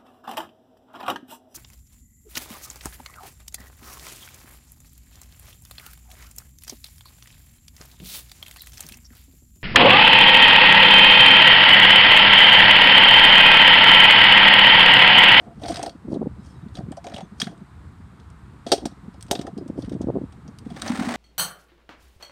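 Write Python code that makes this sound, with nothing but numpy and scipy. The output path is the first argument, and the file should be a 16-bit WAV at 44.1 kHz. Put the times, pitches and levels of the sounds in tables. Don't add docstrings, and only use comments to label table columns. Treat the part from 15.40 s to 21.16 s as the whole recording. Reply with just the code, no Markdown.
import sys
import numpy as np
from scipy import signal
from scipy.fft import rfft, irfft
from scipy.io import wavfile

SR = 44100
rng = np.random.default_rng(int(sys.argv[2]) if len(sys.argv) > 2 else 0)


def bounce(signal):
    frames = np.transpose(np.atleast_2d(signal))
    limited = np.clip(frames, -1, 1)
    pcm = np.round(limited * 32767).astype(np.int16)
    wavfile.write(sys.argv[1], SR, pcm)


def rack_gain(trim_db):
    fader = np.asarray(trim_db, float)
    return 10 ** (fader / 20)


N = 254016

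# (frequency [Hz], level [dB per Hz])
STREET_SPECTRUM = [(240, -24), (330, -7), (450, -13.5), (547, -28), (646, -9), (798, -4.5), (887, -2),
                   (1250, -2.5), (2920, -19.5), (3880, -19.5), (6100, -28.5), (8500, -24), (10700, -34),
                   (14400, -39.5), (16500, -57.5)]
STREET_DB = -57.5

# (start [s], peak [dB], frequency [Hz])
AIR_HEAVES = [(0.201, -35, 99.6), (0.424, -38, 129), (0.821, -32, 124), (0.924, -38, 129),
              (1.159, -29, 96.9), (1.309, -38, 88.8), (1.426, -29, 129), (1.728, -37, 80.7),
              (2.445, -33, 102), (2.563, -40, 78.1), (2.858, -37, 75.4), (3.021, -33, 102),
              (3.293, -36, 88.8), (3.427, -36, 64.6), (3.672, -37, 129), (3.82, -35, 129),
              (3.985, -36, 129), (4.29, -33, 88.8), (4.434, -30, 83.4), (4.678, -29, 105),
              (4.807, -34, 121), (5.163, -38, 99.6), (5.351, -41, 127), (5.466, -38, 83.4)]
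HEAVE_SWINGS, HEAVE_DB = 3.0, -3

# (time [s], level [dB])
WIND_STRENGTH = [(0, -54.5), (.3, -41.5), (.55, -53.5), (.72, -43.5), (.95, -41.5), (1.2, -49.5),
                 (1.47, -42), (1.6, -50.5), (2.3, -51), (2.45, -42.5), (2.7, -49), (3.08, -47),
                 (3.6, -48.5), (4.3, -44.5), (4.68, -40), (4.92, -48.5), (5.2, -48), (5.76, -49.5)]
# (frequency [Hz], level [dB per Hz])
RUMBLE_SPECTRUM = [(13, -57), (22, -28), (40, -7), (64, 6.5), (103, 3.5), (162, -3), (200, -5.5),
                   (260, -31.5), (440, -120)]
# (frequency [Hz], level [dB per Hz])
FLUTTER_SPECTRUM = [(71, -59.5), (120, 6), (200, 7), (269, 2.5), (345, -3.5), (591, -14), (1300, -40.5),
                    (1690, -70), (2860, -120)]
FLUTTER_DB, FLUTTER_FOLLOWS = -50.5, 0.4
WAKE_DB, WAKE_S = -32, .05
# (middle [s], peak [dB], frequency [Hz])
EARLY_PUFFS = [(.654, -28, 220), (.686, -22.5, 292), (.705, -24.5, 244), (.721, -18.5, 293),
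               (.732, -13, 267), (.748, -20, 323), (.762, -18, 358), (.772, -17, 279), (.814, -19, 250),
               (.818, -13.5, 330), (.829, -17, 435), (.847, -30, 178), (.861, -23.5, 430), (.872, -15, 240),
               (.997, -32.5, 200), (1.181, -30.5, 115), (1.237, -30, 164), (1.268, -28.5, 206),
               (1.392, -24.5, 181), (1.439, -27, 139), (1.487, -25, 190), (1.514, -25, 270),
               (1.746, -28.5, 213), (1.834, -29.5, 188), (1.927, -33, 200), (2.03, -22.5, 217),
               (2.073, -23.5, 199), (2.097, -33, 178), (2.222, -30.5, 191)]
# (middle [s], peak [dB],
# frequency [Hz])
PIPE_THUDS = [(3.35, -29, 361), (3.383, -27, 395), (3.441, -25.5, 277), (3.459, -16, 267),
              (3.472, -27, 240), (3.64, -34, 169), (3.686, -28, 208), (3.914, -10, 310), (3.943, -28, 448),
              (3.958, -30, 404), (3.996, -17, 256), (4.015, -28, 345), (4.051, -27, 286), (4.077, -31, 586),
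              (.182, -34, 210), (.33, -27.5, 218), (.432, -25, 257), (.556, -34, 270), (4.227, -27, 298)]
# (middle [s], peak [dB], frequency [Hz])
LATE_PUFFS = [(4.136, -28.5, 186.5), (4.172, -24.5, 233), (4.186, -22.5, 344), (4.214, -26, 350),
              (4.265, -28, 277), (4.302, -18, 266), (4.381, -21, 328), (4.39, -15.5, 262),
              (4.44, -25.5, 256), (4.483, -22, 206), (4.52, -19.5, 292), (4.536, -21, 250),
              (4.553, -19.5, 211), (4.565, -24, 311), (4.611, -17, 288), (4.644, -19.5, 251),
              (4.673, -16, 255), (4.687, -14, 332), (4.694, -19, 478), (4.702, -13, 406), (4.743, -28, 304),
              (4.756, -16, 330), (4.763, -13, 297), (4.772, -15, 314), (4.786, -23, 391),
              (4.817, -21.5, 283), (4.84, -23.5, 253), (5.093, -29.5, 229), (5.268, -23.5, 231),
              (5.321, -26, 198)]
SWINGS_AT_MID, SWINGS_PER_DB = 3.54, 0.15
PUFF_TOP_HZ = 1100

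# (start [s], length [s], from [Hz], to [Hz], level [dB])
SQUEAKS = [
    (.98, .08, 5000, 5250, -73),
    (.97, .11, 3950, 3780, -71),
    (1.09, .035, 5300, 5220, -65),
    (1.13, .04, 5250, 5180, -72),
    (1.08, .05, 3300, 3300, -70),
    (1.13, .08, 3900, 3850, -69),
    (1.215, .03, 3770, 3750, -66),
    (3.725, .05, 5150, 5050, -70),
    (1.81, .05, 6700, 6100, -64),
    (1.82, .04, 3500, 3400, -64),
]

# (start [s], length [s], singing [dB], dull rasp [dB])
RUBS = [
    (.225, .25, -55, -47.5),
    (1.665, .15, -65, -57),
    (3.264, .054, -44, -55),
    (3.32, .03, -34, -60),
    (2.018, .04, -44, -55),
    (4.43, .04, -60, -60),
]
# (frequency [Hz], level [dB], t60 [s])
RUB_MODES = [(3340, 0, .012), (3840, 0, .012), (4280, -1, .01), (4780, -3, .008), (6210, -8, .006),
             (8420, -8, .006)]
# (frequency [Hz], level [dB per Hz])
RASP_SPECTRUM = [(700, -30), (1000, -2), (1400, 0), (1830, 0), (2500, -4), (3200, -20)]

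# (time [s], level [dB])
BIG_DRAG = [
    (5.25, -67),
    (5.33, -59.5),
    (5.37, -52.5),
    (5.41, -53.5),
    (5.47, -44),
    (5.6, -44),
    (5.7, -42),
    (5.76, -39),
]
# (time [s], surge [dB])
CATCHES = [(5.46, 4), (5.499, 6), (5.543, 3), (5.559, 4), (5.575, 4), (5.597, 4), (5.632, 5), (5.665, 5),
           (5.69, 3), (5.718, 6), (5.735, 4), (5.752, 5)]
CATCH_S = .008
# (time [s], peak [dB])
THUMPS = [
    (5.497, -13),
    (5.529, -20.5),
    (5.586, -17),
    (5.607, -16),
    (5.639, -30),
    (5.668, -22),
    (5.715, -39),
    (5.74, -32),
]
# (frequency [Hz], level [dB], t60 [s])
BIG_DRUM = [(192, -0.5, 0.048), (237.7, 4, 0.085), (310, 0, 0.045)]
# (frequency [Hz], level [dB per Hz])
GRIT_SPECTRUM = [(1290, -42), (2200, -12.5), (2640, -13.5), (3560, -10.5), (7640, -18.5), (8580, -14),
                 (10700, -30.5), (15100, -35), (16000, -29.5)]
# (frequency [Hz], level [dB per Hz])
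WALL_SPECTRUM = [(240, -47), (400, -7), (429, -15), (760, -4.5), (829, -8.5), (1980, -14), (2600, -26.5),
                 (3380, -39), (5720, -120)]
WALL_DB, WALL_FOLLOWS = -36, 1.19
DRUM_DB, DRUM_FOLLOWS = -35.5, .9

# (strongest [s], onset [s], length [s], grit [dB], hollow body [dB])
STROKES = [(.001, .01, .15, -69, -55.5), (0.227, .04, 0.28, -51.5, -36.5), (0.298, .12, .2, -40.5, -38.5),
           (0.725, .08, .07, -59, -54), (1.054, .08, .2, -60, -66), (1.356, .03, .07, -54, -49.5),
           (1.643, .004, 0.14, -57, -48), (1.76, .1, 0.099, -53, -49.5), (2.012, .04, .12, -44.5, -51),
           (3.268, .006, 0.18, -46, -44), (3.33, .02, 0.055, -33.5, -42), (3.905, .004, .05, -51, -60),
           (3.957, .05, 0.13, -63, -40.5), (4.398, 0.056, 0.18, -57, -69)]
ONSET_DB, STOP_DB_PER_S = 30.5, 500
GRIT_FADE_DB, BODY_FADE_DB = 23, 7
# (frequency [Hz], level [dB], t60 [s])
TOY_BODY = [(565.4, -3.5, 0.048), (685, 1.5, 0.06), (766, 1.2, 0.036), (963, -6, 0.012)]
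BOX_HZ, BOX_T60_S, LID_HZ, LID_T60_S = 420, 0.045, 800, .03
CLAW_HZ, CLAW_T60_S = 3330, .022
# (frequency [Hz], level [dB per Hz])
PLASTIC_SPECTRUM = [(900, -25), (1300, -8), (2300, -12), (2900, -8.5), (3300, -2.5), (4300, -2.5),
                    (5900, -2), (7400, -8.5), (8800, -1.5), (10500, -18), (13000, -24.5), (16000, -41)]
# (frequency [Hz], level [dB], t60 [s])
WALL_MODES = [(1830, -4, .015), (2970, -3, .015), (3840, 0, .03), (4570, 0, .02), (5010, -2, .03),
              (5680, 0, .025), (6500, -5, .02), (8400, -3, .015)]

# (time [s], tick peak [dB], brightest [Hz], hollow body [dB])
STUTTERS = [(.1967, -49, 2990, -47), (.2157, -42, 3420, -33), (.2353, -28.5, 3990, -34),
            (.2578, -26.5, 4500, -28.5), (.2818, -26, 4900, -25), (.3203, -31, 4900, -34),
            (.3421, -26, 4680, -35), (.3577, -21, 4500, -47), (.3674, -24.5, 2950, -31.5),
            (.3925, -30, 3200, -25), (.4279, -22.5, 8000, -28.5), (.4346, -36, 2120, -26.5),
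            (.4604, -26.5, 4500, -25), (.4774, -38, 2500, -35.5), (.4938, -32, 3400, -43)]
# (time [s], tick peak [dB], brightest [Hz], hollow body [dB])
RATTLES = [(.7203, -47, 5000, -58), (.7412, -41.5, 4000, -40), (1.2845, -46.5, 4030, -63),
           (1.3527, -30.5, 3780, -48), (1.3694, -33.5, 3370, -35), (1.5177, -36, 2470, -35),
           (1.5684, -41, 5600, -31), (1.6412, -36, 2430, -32.5), (1.6671, -29.5, 2600, -30.5),
           (1.719, -38, 2000, -33), (1.7378, -34, 2470, -34.5), (1.7422, -30.5, 3330, -51),
           (1.7629, -28, 3350, -32.5), (1.7797, -33.5, 2540, -28.5), (1.8058, -33.5, 2620, -31),
           (2.205, -53, 1100, -53), (2.7985, -47, 4260, -62), (2.9013, -44, 7540, -68)]
# (time [s], tick peak [dB], brightest [Hz], hollow body [dB])
TOUCHES = [(4.1769, -38, 4970, -43), (4.2772, -43, 8900, -50), (4.4204, -37, 4000, -42),
           (4.446, -39, 2050, -69), (4.494, -37.5, 3750, -61), (4.5208, -42, 2450, -48),
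           (4.528, -44.5, 3500, -51), (4.6142, -39, 7500, -39.5), (4.9227, -45, 2790, -53),
           (5.0778, -39.5, 5800, -49), (5.186, -33, 9000, -61), (5.3009, -41.5, 3320, -39.5),
           (5.3632, -35, 1800, -39)]
# (time [s], tick peak [dB], brightest [Hz], hollow body [dB], tilt [dB per octave])
SLAMS = [(1.9998, -18, 5600, -35.5, -3), (2.0161, -9.5, 3400, -41, -1.5), (2.0692, -30, 2740, -35, -25),
         (3.2645, -33, 4350, -41, -5), (3.3174, -5, 4100, -14, 1), (3.3225, -9.5, 5270, -10, 0.5),
         (3.333, -18, 4410, -13, 8), (3.3782, -33.5, 3280, -38, 3), (3.454, -23, 9400, -24.5, -2.5),
         (3.5139, -47.5, 4100, -49, -4), (3.7408, -47, 2410, -47, -5.5), (3.8085, -34, 8300, -63, 11.5),
         (3.8253, -24, 8950, -63, 24), (3.865, -42.5, 7520, -67, 2), (3.8824, -42, 2830, -50, -0.5),
         (3.911, -6.5, 4020, -17.5, 10.5), (3.9275, -44, 3920, -21.5, -2), (3.9516, -22.5, 3660, -36, -7.5),
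         (3.9903, -32.5, 3480, -39, -6), (4.0128, -29.5, 3550, -40, -1), (4.0667, -32.5, 6700, -35, -10),
         (5.477, -22, 2140, -30, -1.5)]
# (time [s], tick peak [dB], brightest [Hz], hollow body [dB], tilt [dB per octave], t60 [s])
WHEEL_SNAP = (5.4195, -13, 4500, -40, 1.5, .02)
# (time [s], tick peak [dB], brightest [Hz], hollow body [dB], tilt [dB per octave])
LESSER_TICKS = [(.2765, -36, 5000, -50, 2), (2.0695, -32, 1300, -40, -16), (1.385, -38, 1200, -40, -14),
                (2.177, -48, 7500, -70, 2), (3.467, -34, 4500, -45, 0), (3.93, -30, 9000, -50, 6),
                (4.375, -48, 3500, -70, -4), (4.459, -42, 3500, -65, -5), (4.54, -47, 3500, -70, -6),
                (4.628, -46, 3800, -60, -6), (5.396, -40, 3700, -50, -3), (5.416, -26, 4500, -50, 0),
                (5.4245, -26, 1500, -36, -8), (1.684, -40, 2600, -42, -4), (1.697, -42, 2600, -42, -4)]
# tick t60 [s], tilt [dB per octave] at a middling brightest pitch
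STUTTER_FEEL, RATTLE_FEEL, TOUCH_FEEL = (0.03, -1.8), (0.036, -3.0), (0.039, -0.5)
SLAM_T60_S, LESSER_T60_S = 0.041, .025
TILT_DB_PER_OCTAVE = 5
HEAVY_RING_S_PER_DB = .0006


def rms_one(x):
    return x / np.sqrt(np.mean(x ** 2) + 1e-20)


def peak_one(x):
    return x / np.abs(x).max()


def in_time(rows, outside=None):
    s, *columns = np.transpose(rows)
    return [np.interp(np.arange(N) / SR, s, c, outside, outside) for c in columns]


def at_hz(points, hz):
    point_hz, point_db = np.transpose(points)
    return np.interp(np.log(hz), np.log(point_hz), point_db, -90, -90)


def drift(rate):
    r = np.exp(-40 * np.pi * rate / SR)
    slow = signal.lfilter([1], [1, -2 * r, r * r], rng.standard_normal(N // 20 + 2002))[2000:]
    return np.interp(np.arange(N) / 20, np.arange(len(slow)), rms_one(slow))


def ring(x, hz, t60):
    r = rack_gain(-60 / (t60 * SR))
    w = 2 * np.pi * hz / SR
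    return signal.lfilter([0, np.sin(w)], [1, -2 * r * np.cos(w), r * r], x + 1e-18)


def coloured(x, spectrum):
    hz = np.arange(len(x) // 2 + 1) * SR / len(x) + 1
    return rms_one(irfft(rfft(x) * rack_gain(at_hz(spectrum, hz)), len(x)))


def grit(per_s, spread_db, lumpy_db, lumps_hz):
    sizes = rack_gain(spread_db * np.minimum(rng.exponential(1, N), 5)) * rng.choice([-1, 1], N)
    clicks = sizes * (rng.random(N) < per_s / SR)
    return clicks * rack_gain(lumpy_db * drift(lumps_hz))


def body(x, modes):
    return sum((-1) ** k * rack_gain(db) * ring(x, hz, t60) for k, (hz, db, t60) in enumerate(modes))


def street():
    return rack_gain(STREET_DB + 0.48 * drift(0.67)) * coloured(rng.standard_normal(N), STREET_SPECTRUM)


def heaves():
    out = np.zeros(N + SR)
    for s, db, hz in AIR_HEAVES:
        t = np.arange(int(HEAVE_SWINGS / hz * SR)) / SR
        swell = np.sin(np.pi * t / t[-1]) ** 2
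        swing = np.sin(2 * np.pi * (hz * t + rng.random()))
        i = int(s * SR)
        out[i:i + len(t)] += rack_gain(db + HEAVE_DB) * swell * swing
    return out[:N]


def puffs():
    out = np.zeros(N)
    for s, db, hz in [*EARLY_PUFFS, *PIPE_THUDS, *LATE_PUFFS]:
        half = max(SWINGS_AT_MID - SWINGS_PER_DB * (db + 22.5), 1) / hz / 2
        t = np.arange(-int(half * SR), int(half * SR)) / SR
        turn = 2 * np.pi * (hz * t + rng.random())
        bend = 0.3 * min(rack_gain(0.4 * (db + 15)), 1.1)
        swing = np.sin(turn) + bend * np.sin(1.96 * turn) + bend ** 2 * np.sin(3.3 * turn)
        i = int((s - half) * SR)
        out[i:i + len(t)] += rack_gain(db - 0.47) * np.cos(np.pi * t / half / 2) ** 2 * swing
    return signal.sosfiltfilt(signal.butter(2, PUFF_TOP_HZ, fs=SR, output="sos"), out)


def wind():
    t = np.arange(N) / SR
    rumble_db, = in_time(WIND_STRENGTH)
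    rumble = rack_gain(rumble_db + 0.6 + 1.4 * drift(8.1)) * coloured(rng.standard_normal(N), RUMBLE_SPECTRUM)
    wake = rack_gain(FLUTTER_DB + FLUTTER_FOLLOWS * (rumble_db + 48.5))
    for s, db, _ in [*EARLY_PUFFS, *LATE_PUFFS]:
        wake = wake + rack_gain(db + WAKE_DB) * np.exp(-((t - s) / WAKE_S) ** 2)
    lumps = grit(1500, spread_db=2, lumpy_db=3.2, lumps_hz=30)
    return rumble + wake * coloured(lumps, FLUTTER_SPECTRUM) + puffs()


def squeaks():
    out, t = np.zeros(N), np.arange(N) / SR
    for s, length, from_hz, to_hz, db in SQUEAKS:
        u = np.clip((t - s) / length, 0, 1)
        hz = from_hz + (to_hz - from_hz) * u + 40 * drift(75)
        level = rack_gain(db + 2.5 * drift(40)) * np.sqrt(np.sin(np.pi * u) + 1e-12)
        out += level * np.sin(2 * np.pi * np.cumsum(hz) / SR)
    return out


def rubs():
    t, out = np.arange(N) / SR, 0
    grains = grit(5000, spread_db=3.0, lumpy_db=3.0, lumps_hz=70)
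    singing, rasp = rms_one(body(grains, RUB_MODES)), coloured(grains, RASP_SPECTRUM)
    for s, length, sing_db, rasp_db in RUBS:
        held = np.clip(np.minimum(t - s, s + length - t) / .006, 0, 1)
        out = out + held * (rack_gain(sing_db) * singing + rack_gain(rasp_db) * rasp)
    return out


def big_drag():
    t = np.arange(N) / SR
    grit_db, = in_time(BIG_DRAG, outside=-120)
    wall_db = WALL_DB + WALL_FOLLOWS * (grit_db + 44)
    drum_db = DRUM_DB + DRUM_FOLLOWS * (grit_db + 44)
    surge_db = sum(db * np.exp(-((t - s - CATCH_S / 2) / CATCH_S) ** 2) for s, db in CATCHES) - 1.5
    grains = grit(4000, spread_db=2.9, lumpy_db=2.2, lumps_hz=60)
    out = rack_gain(grit_db + 0.4 * surge_db - 0.6) * coloured(grains, GRIT_SPECTRUM)
    out += rack_gain(wall_db + 0.7 * surge_db - 0.8) * coloured(grains, WALL_SPECTRUM)
    out += rack_gain(drum_db) * rms_one(body(rng.standard_normal(N), BIG_DRUM))
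    t = np.arange(SR // 4) / SR
    push = np.sin(np.pi * np.minimum(t / 0.003, 1))
    thump = peak_one(body(push, BIG_DRUM))
    for s, db in THUMPS:
        i = int(s * SR)
        out[i:i + len(t)] += rack_gain(db) * thump[:N - i]
    return out


def stroke(s, onset, length, fade_db):
    t = np.arange(N) / SR - s
    rise_db = -ONSET_DB * np.maximum(-t, 0) / max(onset, .001)
    stop_db = -STOP_DB_PER_S * np.maximum(t - length, 0)
    return rise_db - fade_db * np.clip(t / length, 0, 1) + stop_db


def toy_drags():
    grains = grit(12000, spread_db=2.6, lumpy_db=2.6, lumps_hz=90)
    ticks = coloured(grains, PLASTIC_SPECTRUM)
    ticks += .35 * rms_one(ring(grains, CLAW_HZ, CLAW_T60_S / 2) - ring(grains, 4400, .008))
    shakes = grit(2000, spread_db=2.5, lumpy_db=7.5, lumps_hz=30)
    low_modes = [(320, 5, .04), (250, 5, .03), (BOX_HZ, 0.5, .03), (510, 1.5, .03)]
    hollow = rms_one(body(shakes, [*TOY_BODY, *low_modes]))
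    grit_db = np.max([db + stroke(s, onset, length, GRIT_FADE_DB)
                      for s, onset, length, db, _ in STROKES], axis=0)
    body_db = np.max([db + stroke(s, onset, length, BODY_FADE_DB)
                      for s, onset, length, _, db in STROKES], axis=0)
    return rack_gain(grit_db - 1.03) * ticks + rack_gain(body_db + 7.6) * hollow


def contacts():
    rows = [(*row, SLAM_T60_S) for row in SLAMS] + [tuple(WHEEL_SNAP)]
    for table, (t60, feel_db) in [(STUTTERS, STUTTER_FEEL), (RATTLES, RATTLE_FEEL), (TOUCHES, TOUCH_FEEL)]:
        for s, db, hz, body_db in table:
            rows.append((s, db, hz, body_db, feel_db + TILT_DB_PER_OCTAVE * np.log2(hz / 4000), t60))
    return [(s, db, hz, t60 + HEAVY_RING_S_PER_DB * (body_db - db), body_db, tilt_db)
            for s, db, hz, body_db, tilt_db, t60 in sorted(rows)]


def wall_tick(t, hz, t60, tilt_db):
    rise = 1 - np.exp(-(t / .0022) ** 2)
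    main = rack_gain(-60 * t / np.clip(t60, .006, .2))
    tail = np.clip(t60 / .03, .1, 1) * rack_gain(-22 - 60 * t / 0.21)
    slap = rack_gain(0.6) * np.exp(-((t - .0016) / 0.00016) ** 2)
    burst = rng.standard_normal(len(t)) * (rise * (main + tail) + slap)
    pitches = np.geomspace(1200, 15000, 26)
    near = np.exp(-np.log2(pitches / hz) ** 2 / 0.045)
    scatter_db = 5 * rng.standard_normal(len(pitches))
    gains = rack_gain(10 * near + tilt_db * np.log2(pitches / 4000) + scatter_db)
    dense = sum(g * ring(burst, f, 24 / f) * f for g, f in zip(gains, pitches))
    claw_db = -20 + 15.0 * np.exp(-(hz / CLAW_HZ - 1) ** 2 / 0.00082)
    struck = np.interp(np.log([f for f, _, _ in WALL_MODES]), np.log(pitches), gains)
    wall = sum(g * rack_gain(d) * ring(burst, f, ring_s) for g, (f, d, ring_s) in zip(struck, WALL_MODES))
    tick = coloured(dense, PLASTIC_SPECTRUM)
    tick += rack_gain(claw_db) * rms_one(ring(burst, CLAW_HZ, CLAW_T60_S))
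    return tick + rack_gain(-9) * rms_one(wall)


def hollow_knock(t, body_db):
    hard = np.clip((body_db + 32) / 15, 0, 1)
    push = rng.standard_normal(len(t)) * t * np.exp(-t / (.0032 - 0.00234 * hard))
    box = ring(push, BOX_HZ, BOX_T60_S) + 0.7 * ring(push, LID_HZ, LID_T60_S)
    return peak_one(body(push, TOY_BODY)) + 1.19 * hard * peak_one(box)


def knocks(rows):
    out, lead = np.zeros(N + SR), 256
    t = np.maximum(np.arange(8192) - lead, 0) / SR
    for s, db, hz, t60, body_db, tilt_db in rows:
        tick = rack_gain(db) * peak_one(wall_tick(t, hz, t60, tilt_db))
        i = int(s * SR) - lead - 20
        out[i:i + len(t)] += tick + rack_gain(body_db + 1) * hollow_knock(t, body_db)
    return signal.sosfilt(signal.butter(2, 220, "high", fs=SR, output="sos"), out[:N])


def scene():
    lesser = [(s, db, hz, LESSER_T60_S, body_db, tilt_db) for s, db, hz, body_db, tilt_db in LESSER_TICKS]
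    background = street() + heaves() + wind()
    sliding = squeaks() + rubs() + big_drag() + toy_drags()
    return (background + sliding + knocks(lesser) + knocks(contacts()))[None]


def low_pass(x):
    return signal.sosfilt(signal.butter(12, 16500, fs=SR, output="sos"), x)


def record(dry):
    mix = signal.sosfilt(signal.butter(2, 35, "high", fs=SR, output="sos"), dry)
    mix = signal.sosfilt(signal.cheby2(10, 40, 17200, fs=SR, output="sos"), mix)
    return low_pass(mix)


dry = scene()
out = record(dry)
bounce(out)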